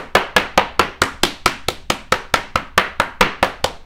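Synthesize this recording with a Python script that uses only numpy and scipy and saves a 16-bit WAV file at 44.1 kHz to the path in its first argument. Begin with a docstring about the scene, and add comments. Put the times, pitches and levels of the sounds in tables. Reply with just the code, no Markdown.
"""First the tail of a blow already struck, over low rumble and hiss; then four to five more blows a second.
A metal mallet pounds a pork chop on a plastic board on a stone counter, and a hard-walled kitchen answers.
Noise bursts make the crack and the wet splat; decaying sines make the meat, board, counter and trapped air.
Delays, decaying sines and decaying bands of noise make the kitchen; one swing puffs air on the microphone.
The microphone is close and its loudest peaks clip hard."""
import sys
import numpy as np
from scipy import signal
from scipy.fft import rfft, irfft, next_fast_len
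from scipy.io import wavfile
from scipy.ndimage import uniform_filter1d

SR = 44100
rng = np.random.default_rng(int(sys.argv[2]) if len(sys.argv) > 2 else 0)


def generate_wav(signal):
    """Clip the signal to [-1, 1] and save it as 16-bit WAV at the path in sys.argv[1]."""
    frames = np.transpose(np.atleast_2d(signal))
    scaled = np.clip(frames, -1, 1) * 32767
    pcm = np.round(scaled).astype(np.int16)
    wavfile.write(sys.argv[1], SR, pcm)


N = 169785
LEAD, SIZE = 4410, 32768  # samples before time zero; samples in one kitchen response


def from_db(db):
    """Decibels to gain."""
    return 10 ** (np.asarray(db) / 20)


def at_hz(points, hz, axis=1):
    """Read a column of a table on a log-frequency axis."""
    points = np.array(points)
    return np.interp(np.log(np.maximum(hz, 1)), np.log(points[:, 0]), points[:, axis])


def noise(spectrum, size):
    """Noise of a given colour, rms 1."""
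    hz = np.arange(size // 2 + 1) * SR / size
    white = rfft(rng.standard_normal(size))
    x = irfft(white * from_db(at_hz(spectrum, hz)), size)
    return x / x.std()


def dying(t, t60):
    """Starts at time zero and falls 60 dB in t60 seconds."""
    return (t >= 0) * np.exp(-np.log(1000) * np.abs(t) / t60)


def ring(t, hz, t60):
    """One struck mode: a sine that dies away."""
    return np.sin(2 * np.pi * hz * t) * dying(t, t60)


def smooth(x, seconds):
    """One-pole average."""
    r = np.exp(-1 / (seconds * SR))
    return signal.lfilter([1 - r], [1, -r], x + 1e-18)


# Colour of the rumble and hiss. Each row: frequency in Hz, relative level in dB per Hz.
FLOOR_COLOUR = [(12, 2.5), (25, -1), (45, -19), (65, -5), (100, -20), (160, -20), (400, -37), (1000, -63),
                (3000, -68), (8000, -64), (16000, -60)]
FLOOR_DB = -38.5  # rms


def background():
    """Steady noise, heaviest in the lowest bass."""
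    return from_db(FLOOR_DB) * noise(FLOOR_COLOUR, next_fast_len(N))[:N]


# Air on the microphone. Each row: centre in seconds, level in dB before the low cut, width in seconds.
AIR_PUFFS = [(3.221, -15, .012)]
PUFF_CUT_HZ = 5


def draught():
    """The swing's air reaches the microphone as one slow swell and its rebound."""
    t = np.arange(N) / SR
    swell = sum(-from_db(db) * np.exp(-((t - s) / width) ** 2) for s, db, width in AIR_PUFFS)
    low_cut = signal.butter(2, PUFF_CUT_HZ, "high", fs=SR, output="sos")
    return signal.sosfilt(low_cut, swell)


# Early reflections from cabinets and ceiling. Each row: delay in seconds, gain before the band filter.
EARLY_ECHOES = [(.0072, 0.16), (.0095, 0.11), (.0163, 0.12), (.0175, 0.17), (.0188, 0.08), (.0215, 0.09),
                (.036, 0.059)]
ECHO_LOW_HZ, ECHO_HIGH_HZ = 540, 10700
ECHO_SHIFT_S = .0003  # typical shift of an echo path as the mallet moves over the meat


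def echoes(x):
    """Thin early reflections whose paths shift a little from blow to blow."""
    t = (np.arange(len(x)) - LEAD) / SR
    blow_times = np.array(MALLET_BLOWS)[:, 0]
    shifts = ECHO_SHIFT_S * rng.standard_normal((len(blow_times), len(EARLY_ECHOES)))
    out = 0
    for (delay_s, gain), shift in zip(EARLY_ECHOES, shifts.T):
        arrival = t - delay_s - np.interp(t, blow_times, shift)
        out = out + gain * np.interp(arrival, t, x)
    band = signal.butter(1, [ECHO_LOW_HZ, ECHO_HIGH_HZ], "band", fs=SR, output="sos")
    return signal.sosfilt(band, out + 1e-18)


# The kitchen's reverberation. Each row: frequency in Hz, relative level in dB, 60 dB decay time in seconds.
ROOM_DECAY = [(81.4, -0.5, 0.13), (201, 2.5, .45), (347, 1.5, 0.26), (480, -6, .38), (1000, -2, 0.38),
              (1564, -2.5, 0.41), (2315, -1.5, 0.38), (4500, -7.5, .41), (8100, -8, 0.37),
              (15200, -7, 0.087)]
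ROOM_DB, ROOM_BUILD_S, ROOM_DELAY_S = -7.5, 0.0069, .007


def reverberation(x):
    """The diffuse field: overlapping half-octave bands store the energy of the blows and let it die away."""
    hz = np.fft.rfftfreq(len(x), 1 / SR)
    source = rfft(x)
    whites = rfft(rng.standard_normal((2, len(x))))  # neighbouring bands take different noise
    out = 0
    for k, centre in enumerate(80 * 2 ** (np.arange(17) / 2)):
        band = np.cos(np.pi / 2 * np.clip(2 * np.log2(np.maximum(hz, 1) / centre), -1, 1))
        building = smooth(irfft(source * band, len(x)) ** 2, ROOM_BUILD_S)
        energy = smooth(building, at_hz(ROOM_DECAY, centre, axis=2) / np.log(10 ** 6))
        diffuse = irfft(whites[k % 2] * band, len(x))
        level = from_db(ROOM_DB + at_hz(ROOM_DECAY, centre))
        out = out + diffuse / diffuse.std() * np.sqrt(energy) * level
    return np.pad(out, (int(ROOM_DELAY_S * SR), 0))[:len(x)]


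# Lingering resonances of the kitchen. Each row: frequency in Hz, level in dB, 60 dB decay time in seconds.
KITCHEN_MODES = [(200.6, -70.5, 0.17), (272, -55, .35), (384, -66.5, 0.51), (786, -69.5, 0.45),
                 (947, -60, 0.41)]


def kitchen(x):
    """Early reflections, some lingering resonances and the diffuse tail."""
    t = np.arange(SIZE) / SR
    response = sum(from_db(db) * ring(t, hz, t60) for hz, db, t60 in KITCHEN_MODES)
    resonances = signal.fftconvolve(x, response)[:len(x)]
    return echoes(x) + resonances + reverberation(x)


# Modes of the board. Each row: frequency in Hz, relative level in dB, 60 dB decay time in seconds.
BOARD_MODES = [(347, -17, 0.069), (509.9, -3, 0.065), (719.4, -2, 0.033), (849, -3.5, 0.034),
               (993, -6, 0.059), (1285, 1, 0.013), (1782, -2.5, 0.019), (2253, -2.5, 0.021),
               (3035, -16, 0.01)]
MODE_SCATTER_DB = 2.5  # the mallet lands on a different spot each time


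def board_modes(t, colour):
    """The plastic board rings in short modes of alternating sign, coloured by the blow."""
    out = 0
    for k, (hz, db, t60) in enumerate(BOARD_MODES):
        level_db = db + at_hz(colour, hz) + MODE_SCATTER_DB * rng.standard_normal()
        out = out + ring(t, hz, t60) * from_db(level_db) * (-1) ** k
    return out


THUD_HZ, THUD_DB, THUD_T60_S = 363.5, -10.5, 0.054  # a pocket of air trapped under the meat pops
SLAP_DB, SLAP_T60_S = 4.5, 0.033  # air squeezed out between mallet and meat
BOOM_HZ, BOOM_DB, BOOM_T60_S = 194.9, -12.5, 0.098  # a blow that reaches the board shakes the worktop
BOOM_FOLLOWS = 1.32  # dB of boom per dB of hard clack below 0 dB
COUNTER_HZ, COUNTER_DB, COUNTER_T60_S = 82.2, -27.5, 0.17  # the counter under the board


def board_ring(t, thud_db, colour, clack_db, slap_hz):
    """Trapped air, meat, board and counter ring briefly under a blow."""
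    thud = from_db(THUD_DB + thud_db) * ring(t, THUD_HZ, THUD_T60_S)
    slap = from_db(SLAP_DB + at_hz(colour, slap_hz)) * ring(t, slap_hz, SLAP_T60_S)
    boom = from_db(BOOM_DB + BOOM_FOLLOWS * min(clack_db, 0)) * ring(t, BOOM_HZ, BOOM_T60_S)
    counter = from_db(COUNTER_DB) * ring(t, COUNTER_HZ, COUNTER_T60_S)
    return board_modes(t, colour) + thud - slap - boom - counter


PUSH_S, PUSH_HEIGHT = 0.0015, 0.31


def air_push(t):
    """Pressure of the air ahead of the face climbs until contact."""
    return PUSH_HEIGHT * (t < 0) * np.exp(-np.abs(t) / PUSH_S)


def burst(t, t60):
    """A dense run of tiny contacts dying away, even in colour."""
    spectrum = rfft(rng.standard_normal(len(t)) * dying(t, t60))
    local = np.sqrt(uniform_filter1d(np.abs(spectrum) ** 2, size=41))
    return irfft(spectrum / local) * np.sqrt(np.sum(dying(t, t60) ** 2))


# The crack of the studded face. 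Each row: frequency in Hz, relative level in dB per Hz.
CRACK_COLOUR = [(150, -42.5), (500, 5.5), (1000, -1.5), (1800, -3.5), (2800, -6), (4000, -15),
                (6000, -27.5), (10000, -75), (16000, -33)]
CRACK_DB, CRACK_T60_S = 10, 0.019


def crack(t, colour):
    """The studs strike in a dense burst, coloured by the face and by the blow."""
    hz = np.fft.rfftfreq(len(t), 1 / SR)
    face = from_db(at_hz(CRACK_COLOUR, hz))
    face = face / np.sqrt(np.mean(face ** 2))
    shape = face * from_db(CRACK_DB + at_hz(colour, hz))
    filtered = irfft(rfft(burst(t, CRACK_T60_S)) * shape)
    return filtered * (t >= 0) * (t < t[-1] / 2)  # silence what the filter wraps round


# Juice bursting from under the studs. Each row: frequency in Hz, relative level in dB per Hz.
SPLAT_COLOUR = [(500, -7.5), (2000, 1), (3500, 5.5), (6500, -1), (10000, -8.5), (15000, -19)]
SPLAT_DB, SPLAT_T60_S, SPLAT_GRAIN_DB = -2, 0.015, 5
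SQUISH_S, SQUISH_DB = 0.00066, 2  # the meat gives way before the board is reached


def splat(t, splat_db):
    """Wet noise in uneven 16-sample grains: a squish swelling up to contact, then a quick decay."""
    grain_levels = np.clip(rng.standard_normal(len(t) // 16), -1.5, 1.5)
    grains = from_db(SPLAT_GRAIN_DB * np.repeat(grain_levels, 16))
    squish = (t < 0) * from_db(SQUISH_DB) * np.exp(-np.abs(t) / SQUISH_S)
    envelope = dying(t, SPLAT_T60_S) + squish
    return from_db(SPLAT_DB + splat_db) * noise(SPLAT_COLOUR, len(t)) * grains * envelope


# The blows. Each row: contact in seconds, then relative levels in dB of the thud, board knock, meat slap,
# hard clack and wet splat, then slap pitch in Hz.
MALLET_BLOWS = [(-0.062, 5, -5.5, -6, -12.5, -21, 1004), (0.152, 4.5, -2.5, 0.2, -2, -15.5, 1730),
                (0.3643, -5, -2.3, -2, -1.5, -30, 1687), (0.5766, 2.5, -3.5, -4, -4, -17.5, 1236),
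                (0.7946, 2.5, -6.9, 0, -5.5, -12, 1332), (1.0186, 1, -10, -4.5, -9.5, -4, 1412),
                (1.2347, 5.5, -12, -13.5, -7, 0.0, 1616), (1.4605, 1.5, -13.5, -4.5, -8, -4, 1293),
                (1.6854, -5.7, -19.0, -17.5, -22, -7.5, 1306), (1.902, -2, -13.5, -13, -11.5, -7, 1296),
                (2.123, -4, -9.3, -6.5, -9.4, -6, 1302), (2.3405, -39, -9.5, -6, -10, -8, 1332),
                (2.5573, -24, -13, -10.0, -12.5, -22.5, 1320), (2.778, -4.5, -6, 1, -3, -14, 1152),
                (2.9998, -25, -9.5, -3.5, -14, -12.5, 959), (3.2097, -22, -4.6, 2.3, 1, -14, 944),
                (3.4282, -2.5, -7, -2, -8.0, -21.5, 946), (3.6428, -15, -12.5, -14.5, -26, -6.5, 1477)]
# Where knock, slap and clack are centred: one frequency in Hz for each.
PART_CENTRES = [700, 1350, 2700]


def mallet():
    """All the blows, each at its time: the smacks and the ringing under them, as two signals."""
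    out = np.zeros((2, N + 2 * LEAD + SIZE))
    before = LEAD // 10  # samples ahead of contact
    t = (np.arange(SIZE // 4) - before) / SR
    for s, thud_db, knock_db, slap_db, clack_db, splat_db, slap_hz in MALLET_BLOWS:
        colour = list(zip(PART_CENTRES, [knock_db, slap_db, clack_db]))
        smack = air_push(t) + crack(t, colour) + splat(t, splat_db)
        ringing = board_ring(t, thud_db, colour, clack_db, slap_hz)
        start = int(s * SR) + LEAD - before
        out[:, start:start + len(t)] += [smack, ringing]
    return out[:, :next_fast_len(N + LEAD, real=True)]


BOARD_ROOM_DB = -6.5  # the board lies flat and sends less into the room


def scene():
    """Blows in the kitchen, one puff of air, and a low rumble with hiss."""
    smacks, board = mallet()
    into_room = smacks + from_db(BOARD_ROOM_DB) * board
    heard = (smacks + board + kitchen(into_room))[LEAD:LEAD + N]
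    return (heard + draught() + background())[None]


OVERLOAD, CUTOFF_HZ = .71, 16000  # clipping level at full scale 1; top of the band


def record(dry):
    """The microphone clips hard; the top is cut."""
    clipped = np.clip(dry, -OVERLOAD, OVERLOAD)
    return signal.sosfiltfilt(signal.butter(12, CUTOFF_HZ, fs=SR, output="sos"), clipped)


dry = scene()
out = record(dry)
generate_wav(out)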